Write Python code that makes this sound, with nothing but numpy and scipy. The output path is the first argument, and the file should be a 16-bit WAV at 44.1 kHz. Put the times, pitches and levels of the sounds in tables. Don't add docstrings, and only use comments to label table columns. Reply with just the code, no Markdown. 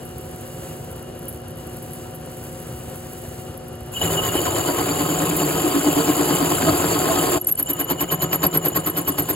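import sys
import numpy as np
from scipy import signal
from scipy.fft import rfft, irfft
from scipy.io import wavfile
from scipy.ndimage import uniform_filter1d

SR = 44100
rng = np.random.default_rng(int(sys.argv[2]) if len(sys.argv) > 2 else 0)


def int16_out(signal):
    q = np.round(np.clip(np.atleast_2d(signal).T, -1, 1) * 32767)
    wavfile.write(sys.argv[1], SR, q.astype(np.int16))


N = 412335
TIME = np.arange(N) / SR
BINS = np.fft.rfftfreq(N, 1 / SR)

# (pitch [Hz], level [dB])
HUM_TONES = [(120, -53), (240, -45), (360, -45.3), (739, -48.3), (1362, -64)]
# (frequency [Hz], relative density [dB per Hz])
MOTOR_COLOUR = [(30, -28.5), (65, 1.5), (160, 6), (200, -9), (330, -1), (580, -5.5), (900, -12.5),
                (1650, -16.5), (2100, -24.5), (5500, -28.5), (11000, -24), (15500, -42)]
TABLE_COLOUR = [(20, -45), (65, -16), (220, -9.5), (330, 7.5), (490, -1.5), (680, -2), (950, -12),
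                (1400, -6), (4600, -18.5), (8000, -36.5)]
TEETH_COLOUR = [(200, -39.5), (1500, -3.5), (2600, 7.5), (5000, -5), (5900, -4), (7500, 8), (8600, -4.5),
                (9700, -1), (11000, 7.5), (14200, -2)]
HISS_COLOUR = [(2000, -5), (5500, -8.5), (6500, -3), (8200, 2), (11000, -1), (15000, -4)]
CHIP_COLOUR = [(6500, -21), (11000, 4), (15000, -6.5)]
CRUNCH_COLOUR = [(200, -34), (560, 2.5), (1200, -1.5), (2100, -3.5), (4700, -4), (7000, -11.5),
                 (15000, -28)]
# (frequency [Hz], width [Hz], height [dB])
IDLE_PEAKS = [(523.8, 19, 12.5), (2842, 32, 14.5), (2920, 71, 14), (3180, 250, 4.5)]
TABLE_PEAKS = [(357.4, 6.3, 9.7), (396, 11, 6.6), (452, 14.4, 9.1), (549, 25, 5.4), (629, 28, 5.7),
               (734, 35, 11), (857, 58, 10), (966, 15.4, 12.2), (1067.5, 110, 13.6), (1261.3, 29, 10.6)]
SAW_PEAKS = [(3082, 61, 6.8), (7370, 250, 6), (4790, 270, 7), (12870, 220, 8.2)]
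RATTLE_PEAKS = [(10760, 220, 9), (11670, 200, 11), (15020, 140, 16)]
# (time [s], hiss [dB])
SKIM_HISS = [(0, -49.5), (.7, -41.5), (1.2, -58), (1.35, -48), (1.5, -76), (1.6, -48), (2.05, -44),
             (2.2, -56), (2.35, -44), (3.4, -43), (3.6, -55)]
# (time [s], level [dB])
CHIP_TICKS = [(0.056, -41), (1.283, -25.5), (1.824, -39), (1.933, -30.5), (2.148, -34), (3.673, -52),
              (3.923, -37), (5.365, -16.5)]
# (time [s], shaking of the table [dB], rasp of the teeth before drops [dB],
# drop of the rasp between bites [dB])
FEED_LEVELS = [(3.9, -97, -79, 15.5), (3.93, -38, -31.5, 2.5), (4.0, -31, -33, 0.5), (4.015, -21.5, -20, 4),
               (5.4, -20, -29, -1), (7.36, -17, -29.5, -2), (7.4, -33, -26, 3), (7.48, -77, -20.5, 31),
               (7.7, -31, -23, 8.5), (8.1, -28, -14.5, 13.5), (9.35, -27.5, -29, 2)]
# (time [s], table thud [dB],
# clamp boom [dB], column groan [dB], saw ring [dB], saw whistle [dB])
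CHATTER_LEVELS = [(4.1, -8.5, -10, -35, -9, -24), (4.6, -13, -16, -8.5, -12, -10),
                  (5.3, -20, -9, 2.5, -19, -13.5), (5.9, -41, -13, 4.5, -11.5, -10.5),
                  (6.6, -15, -12.5, -3.5, -14, -11), (7.35, -20, -18, -4, -21, -10.5),
                  (7.7, -27, -12.5, -4, -7.5, -27), (8.2, -24, -6, -10, -11.5, -12),
                  (9.35, -14, -7.5, -5, -13, -25)]
# (time [s], level [dB], lag in the turn [s])
BITE_DRIFT = [(4.05, -21.5, -0.01), (4.75, -18.5, -0.0012), (5.33, -27, -0.018), (5.55, -33.5, -0.0077),
              (5.72, -21, -0.0073), (6.32, -18, 0.0039), (6.62, -21, 0.00073), (7.2, -20.5, 0.0086),
              (7.48, -33.5, 0.0039), (7.601, -25.5, 0.0031), (7.92, -16.5, -0.0069), (8.34, -17, -0.0088),
              (8.45, -11, -0.013), (8.56, -16, -0.0095), (9.35, -18.5, -0.014)]
# (time [s], level of the note [dB], pitch [Hz], length [s], jolt [dB])
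CHIP_JAMS = [(3.975, -28, 2950, 0.062, -50), (4.19, -20, 2946, 0.056, -31), (6.686, -18, 646, 0.055, -15),
             (7.11, -18.5, 655, 0.061, -21.5), (7.36, -25, 661, 0.072, -21.5)]
# (tightest at [s],
# life [s], level [dB], place in the turn [s], pitch [Hz], length [s], roughness [0-1], glide [Hz])
GROOVE_SPOTS = [(7.55, 0.24, -17, 0.0015, 10600, 0.022, 0.05, 0),
                (9, 0.69, -29, 0.019, 9540, 0.032, 0.71, -2200),
                (7.55, 0.24, -23, -0.044, 9270, 0.01, 0.47, 1400)]
# (time [s], level [dB])
WALL_CHIRPS = [(7.416, -19), (7.473, -10), (7.5154, -14), (7.5245, -9.5), (7.578, -23), (7.629, -13.5),
               (7.735, -17), (7.846, -21), (8.146, -19), (8.359, -15.5), (8.468, -9), (8.5753, -8.5),
               (8.685, -12.5), (8.9, -18.5), (9.224, -23)]
# (frequency [Hz], phase [radians])
PORT_LEAD = [(150, 0), (520, .4), (900, 1.2), (2500, .7), (3500, 2), (4570, .7), (5300, 3.1), (6050, 2.5),
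             (6450, 1.1), (7000, 0), (9100, -3.1), (11450, -6.3), (13600, -9.4), (15700, -12.4)]
# (frequency [Hz], likeness [0-1])
PORT_LIKENESS = [(220, .975), (600, .68), (2300, .6), (4500, .75), (6500, .96)]
# (frequency [Hz], level [dB])
PORT_BALANCE = [(450, 0), (800, 3), (5200, 0), (7100, 1.8), (8300, 0)]

TURN_S, BELT_AT_S, BRUSH_AT_S = .1075, 2.31, 1.284
RATTLES_PER_S = 55
FIRST_BITE_S, CUT_TURN_S = 4.049, .1076
TOOTH_HZ = 110
# (frequency [Hz], width [Hz])
THUD, BOOM, GROAN, RING = (103, 34), (162.4, 32.4), (295, 26.9), (2890, 103)
WHISTLE, SING = (4570, 55), (7090, 200)
DETUNE = .009
CRACKS_PER_S = 1600
PATCHY_DB, PATCHY_FROM_HZ = 3.0, 500
EASED_S = 7.4
SCREECH_DB, SCREECH_GROWTH_DB_PER_S = -20, 1.1
SCREECH_HZ, SCREECH_S, SCREECH_LEAD_S = 12270, 0.043, 0.0021
WEAR_DB = 11
CHIRP_HZ = 11550


def amp(db):
    return 10 ** (np.asarray(db) / 20)


def unit(x):
    return x / np.sqrt(np.mean(x ** 2) + 1e-20)


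def curves(rows):
    s, *columns = np.transpose(rows)
    return [np.interp(TIME, s, c) for c in columns]


def read(points, hz):
    f, value = np.transpose(points)
    return np.interp(np.log(hz + 1), np.log(f), value)


def add(mix, s, sound):
    part = mix[round(s * SR):][:len(sound)]
    part += sound[:len(part)]


def wander(rate_hz):
    return unit(np.interp(2 * rate_hz * TIME, np.arange(SR), rng.standard_normal(SR)))


def tone(hz):
    return np.sqrt(2) * np.sin(2 * np.pi * (np.cumsum(hz) / SR + rng.random()))


def swell(s, length):
    near = slice(*np.searchsorted(TIME, [s - length / 2, s + length / 2]))
    return near, np.cos(np.pi * (TIME[near] - s) / length) ** 2


def body(x, colour, modes=(), size=16384):
    hz = np.fft.rfftfreq(size, 1 / SR)
    db = read(colour, hz)
    for f, width, height in modes:
        db = db + height / (1 + (2 * (hz - f) / width) ** 2)
    log_gain = np.log(amp(np.r_[db, db[-2:0:-1]]))
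    response = np.fft.ifft(np.exp(signal.hilbert(log_gain).conj())).real[:len(hz)]
    return signal.oaconvolve(x, response / np.linalg.norm(response))[:N]


def resonate(x, hz, width):
    t = TIME[:SR // 10]
    ring = t * np.exp(-np.pi * width * t) * np.sin(2 * np.pi * hz * t)
    return signal.oaconvolve(x, ring / np.linalg.norm(ring))[:N]


def chips(per_s, spread_db=3.0):
    size = amp(spread_db * np.minimum(rng.exponential(1, N), 4))
    struck = rng.choice([-1, 1], N) * (rng.random(N) < per_s / SR)
    return unit(size * struck)


def once_a_turn(at, width):
    since = (((TIME - at) / TURN_S + .5) % 1 - .5) * TURN_S
    return np.exp(-(since / width) ** 2)


def motor(whirr_db=-35.5, seam_db=-30, waver=0.0013, repeat=0.74):
    bearings = np.resize(rng.standard_normal(round(TURN_S * SR)), N)
    rumble = unit(chips(12000) + repeat * bearings)
    whirr = amp(whirr_db + wander(18)) * body(rumble, MOTOR_COLOUR, IDLE_PEAKS)
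    hum = np.zeros(N)
    for hz, db in HUM_TONES:
        hum += amp(db + wander(8.6) / 2) * tone(hz * (1 + waver * wander(10)))
    thump = rng.standard_normal(N) * once_a_turn(BELT_AT_S, width=0.003)
    seam = body(thump, [(30, -46), (65, 8.0), (160, 6.5), (230, -16.0), (4000, -83)])
    return whirr + hum + amp(seam_db) * seam


def skim(brush_db=-47, rattle_db=-49, tick_s=0.012):
    hiss = amp(curves(SKIM_HISS)[0]) * body(chips(9000), HISS_COLOUR)
    brush = amp(brush_db) * chips(4700) * once_a_turn(BRUSH_AT_S, width=0.0028)
    rattle = brush + amp(rattle_db) * chips(RATTLES_PER_S)
    ticks, t = np.zeros(N), TIME[:SR // 20]
    for s, db in CHIP_TICKS:
        add(ticks, s, amp(db) * np.exp(-t / tick_s) * rng.standard_normal(len(t)))
    return hiss + body(ticks + rattle, CHIP_COLOUR, RATTLE_PEAKS)


def turns():
    return np.arange(FIRST_BITE_S, N / SR, CUT_TURN_S)


def bites():
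    s, db, lag = np.transpose(BITE_DRIFT)
    return [(at + np.interp(at, s, lag), np.interp(at, s, db)) for at in turns()]


def cup_mode(x, hz, width):
    turn = np.exp(2j * np.pi * np.cumsum(hz * (1 + DETUNE * wander(30))) / SR)
    t = TIME[:SR // 20]
    ring = t * np.exp(-np.pi * width * t)
    smoothed = signal.oaconvolve(x / turn, ring / np.linalg.norm(ring))[:N]
    return np.sqrt(2) * (turn * smoothed).real


def cut(rise_s=0.023, fall_s=0.021, tooth_db=-0.5, grit_db=1.5, table_db=-4.0, rub=0.88, sharpness=0.5,
        sing_db=-9, wall_lead_s=0.021, flare_db=-13, ping_db=-4, grip_hz=90):
    shake, rasp, drop = curves(FEED_LEVELS)
    thud, boom, groan, ring, whistle_db = curves(CHATTER_LEVELS)
    pulse, bite = np.zeros(N), np.zeros(N)
    t = np.arange(-SR // 10, SR // 10) / SR
    hump = np.exp(-(t / np.where(t < 0, rise_s, fall_s)) ** 2)
    for s, db in bites():
        add(pulse, s + t[0], hump ** sharpness)
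        add(bite, s + t[0], amp(db) * hump)
    for s, *_, jolt_db in CHIP_JAMS:
        add(bite, s + t[0], amp(jolt_db) * hump)
    teeth = amp(tooth_db * np.cos(2 * np.pi * TOOTH_HZ * TIME) + grit_db * wander(160))
    fractures = unit(teeth * chips(6000))
    force = np.hypot(amp(shake), bite) * fractures
    table = amp(table_db) * body(force, TABLE_COLOUR, TABLE_PEAKS) + amp(thud) * resonate(force, *THUD)
    clamp = amp(boom) * resonate(force, *BOOM)
    swing = np.interp(TIME - .007, TIME, bite) + 0.089 * amp(shake)
    column = amp(groan + 1.4 * wander(50)) * swing * tone(GROAN[0] + GROAN[1] / 2 * wander(40))
    scrape = amp(rasp - drop * (3.0 - pulse)) * unit(fractures + rub * teeth * rng.standard_normal(N))
    cup = body(scrape, TEETH_COLOUR, SAW_PEAKS)
    flare = amp(flare_db) * bite * fractures
    whistle = amp(whistle_db + 2 * wander(30)) * cup_mode(scrape / 2 + flare, *WHISTLE)
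    wall = np.maximum(pulse, np.interp(TIME + wall_lead_s, TIME, pulse))
    rubbing = amp(rasp - drop * (1.5 - wall)) * fractures
    sing = amp(ring + 2 * wander(25)) * cup_mode(rubbing, RING[0] + grip_hz * wall, RING[1])
    sing += amp(sing_db + 2 * wander(40)) * cup_mode(rubbing, *SING)
    ping = amp(ring + ping_db + 3.3 * wander(60)) * body(rubbing, HISS_COLOUR, RATTLE_PEAKS)
    return table + clamp + column + cup + whistle + sing + ping


def jams(waver=0.02):
    out, drift = np.zeros(N), wander(97)
    for s, db, hz, length, _ in CHIP_JAMS:
        near, shape = swell(s, length)
        out[near] += amp(db) * shape * tone(hz * (1 + waver * drift[near]))
    return out


def crunch(level_db=-9.5, lead_s=0.015, rise_s=0.011, fall_s=0.024, clump_db=3):
    force, t = np.zeros(N), np.arange(-SR // 10, SR // 10) / SR
    hump = np.exp(-(t / np.where(t < 0, rise_s, fall_s)) ** 2)
    for s, db in bites():
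        add(force, s - lead_s + t[0], amp(db + level_db) * hump)
    cracks = unit(amp(clump_db * wander(220)) * chips(CRACKS_PER_S))
    return body(force * cracks, CRUNCH_COLOUR, TABLE_PEAKS)


def patchy(x, size=256):
    hz, _, z = signal.stft(x, SR, nperseg=size)
    across_pitch = uniform_filter1d(rng.standard_normal(z.shape), size=2, axis=0)
    patches = unit(uniform_filter1d(across_pitch, size=4, axis=1))
    depth_db = PATCHY_DB * np.clip(hz / PATCHY_FROM_HZ - 1, 0, 1)[:, None]
    gain = amp(depth_db * patches)
    gain = gain / np.sqrt(np.mean(gain ** 2, axis=1, keepdims=True))
    return signal.istft(z * gain, SR, nperseg=size)[1][:N]


def machine():
    level_db = np.interp(TIME, [7.375, 7.403, 7.425], [0, -18, -3])
    return amp(level_db) * (motor() + patchy(cut() + crunch()) + jams()) + skim()


def slips():
    rows = []
    for s, _ in bites():
        screech_db = SCREECH_DB + SCREECH_GROWTH_DB_PER_S * (s - EASED_S)
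        rows.append((s - SCREECH_LEAD_S, screech_db, SCREECH_HZ, SCREECH_S, 1, 0))
    for tightest, life, db, place, *voice in GROOVE_SPOTS:
        rows += [(s + place, db - WEAR_DB * ((s - tightest) / life) ** 2, *voice) for s in turns()]
    return [row for row in rows if row[0] > EASED_S]


def squeaks(skew=0.79, scatter_hz=430, arch_hz=550, stutter_db=6, slips_per_s=380, crackle_db=-13, count=2):
    out, tearing = np.zeros(N), np.zeros(N)
    for _ in range(count):
        jumps, stutter = wander(slips_per_s), np.tanh(wander(slips_per_s))
        for s, db, hz, length, rough, glide in slips():
            near, arch = swell(s, length)
            rise_and_fall = np.sin(np.pi * np.linspace(0, 1, len(arch)) ** skew) ** 2
            shape = amp(db) / np.sqrt(count) * rise_and_fall
            bend = rough * (scatter_hz * jumps[near] - arch_hz * (1 - arch))
            note = tone(hz + glide * (TIME[near] - s) / length + bend)
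            out[near] += shape * unit(amp(rough * stutter_db * stutter[near]) * note)
            tearing[near] += amp(crackle_db) * rough * shape
    return out + body(tearing * chips(2000), HISS_COLOUR)


def chirps(rise_s=.0028, ring_s=0.0039, waver_hz=90):
    out, t = np.zeros(N), np.arange(-SR // 50, SR // 50) / SR
    shape = np.exp(np.where(t < 0, -(t / rise_s) ** 2, -t / ring_s))
    grip = wander(400)
    for s, db in WALL_CHIRPS:
        unsteady = grip[round(s * SR):][:len(t)]
        add(out, s + t[0], amp(db) * shape * tone(CHIRP_HZ + waver_hz * unsteady))
    return out


def ports(direct, diffuse):
    side = np.array([[.5], [-.5]])
    same = np.clip(read(PORT_LIKENESS, BINS), 0, 1)
    shared = np.sqrt((1 + same) / 2) * rfft(direct)
    opposed = 2 * side * np.sqrt((1 - same) / 2) * rfft(diffuse)
    lead = np.exp(1j * side * read(PORT_LEAD, BINS))
    return irfft((shared + opposed) * lead * amp(side * read(PORT_BALANCE, BINS)), N)


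def scene(scatter_db=-5):
    near = machine() + squeaks() + chirps()
    scattered = machine() + amp(scatter_db) * squeaks()
    return ports(near, scattered)


def record(dry):
    low_pass = signal.firwin(511, 15850, window=("kaiser", 9), fs=SR)
    return signal.oaconvolve(dry, low_pass[None], "same")


dry = scene()
out = record(dry)
int16_out(out)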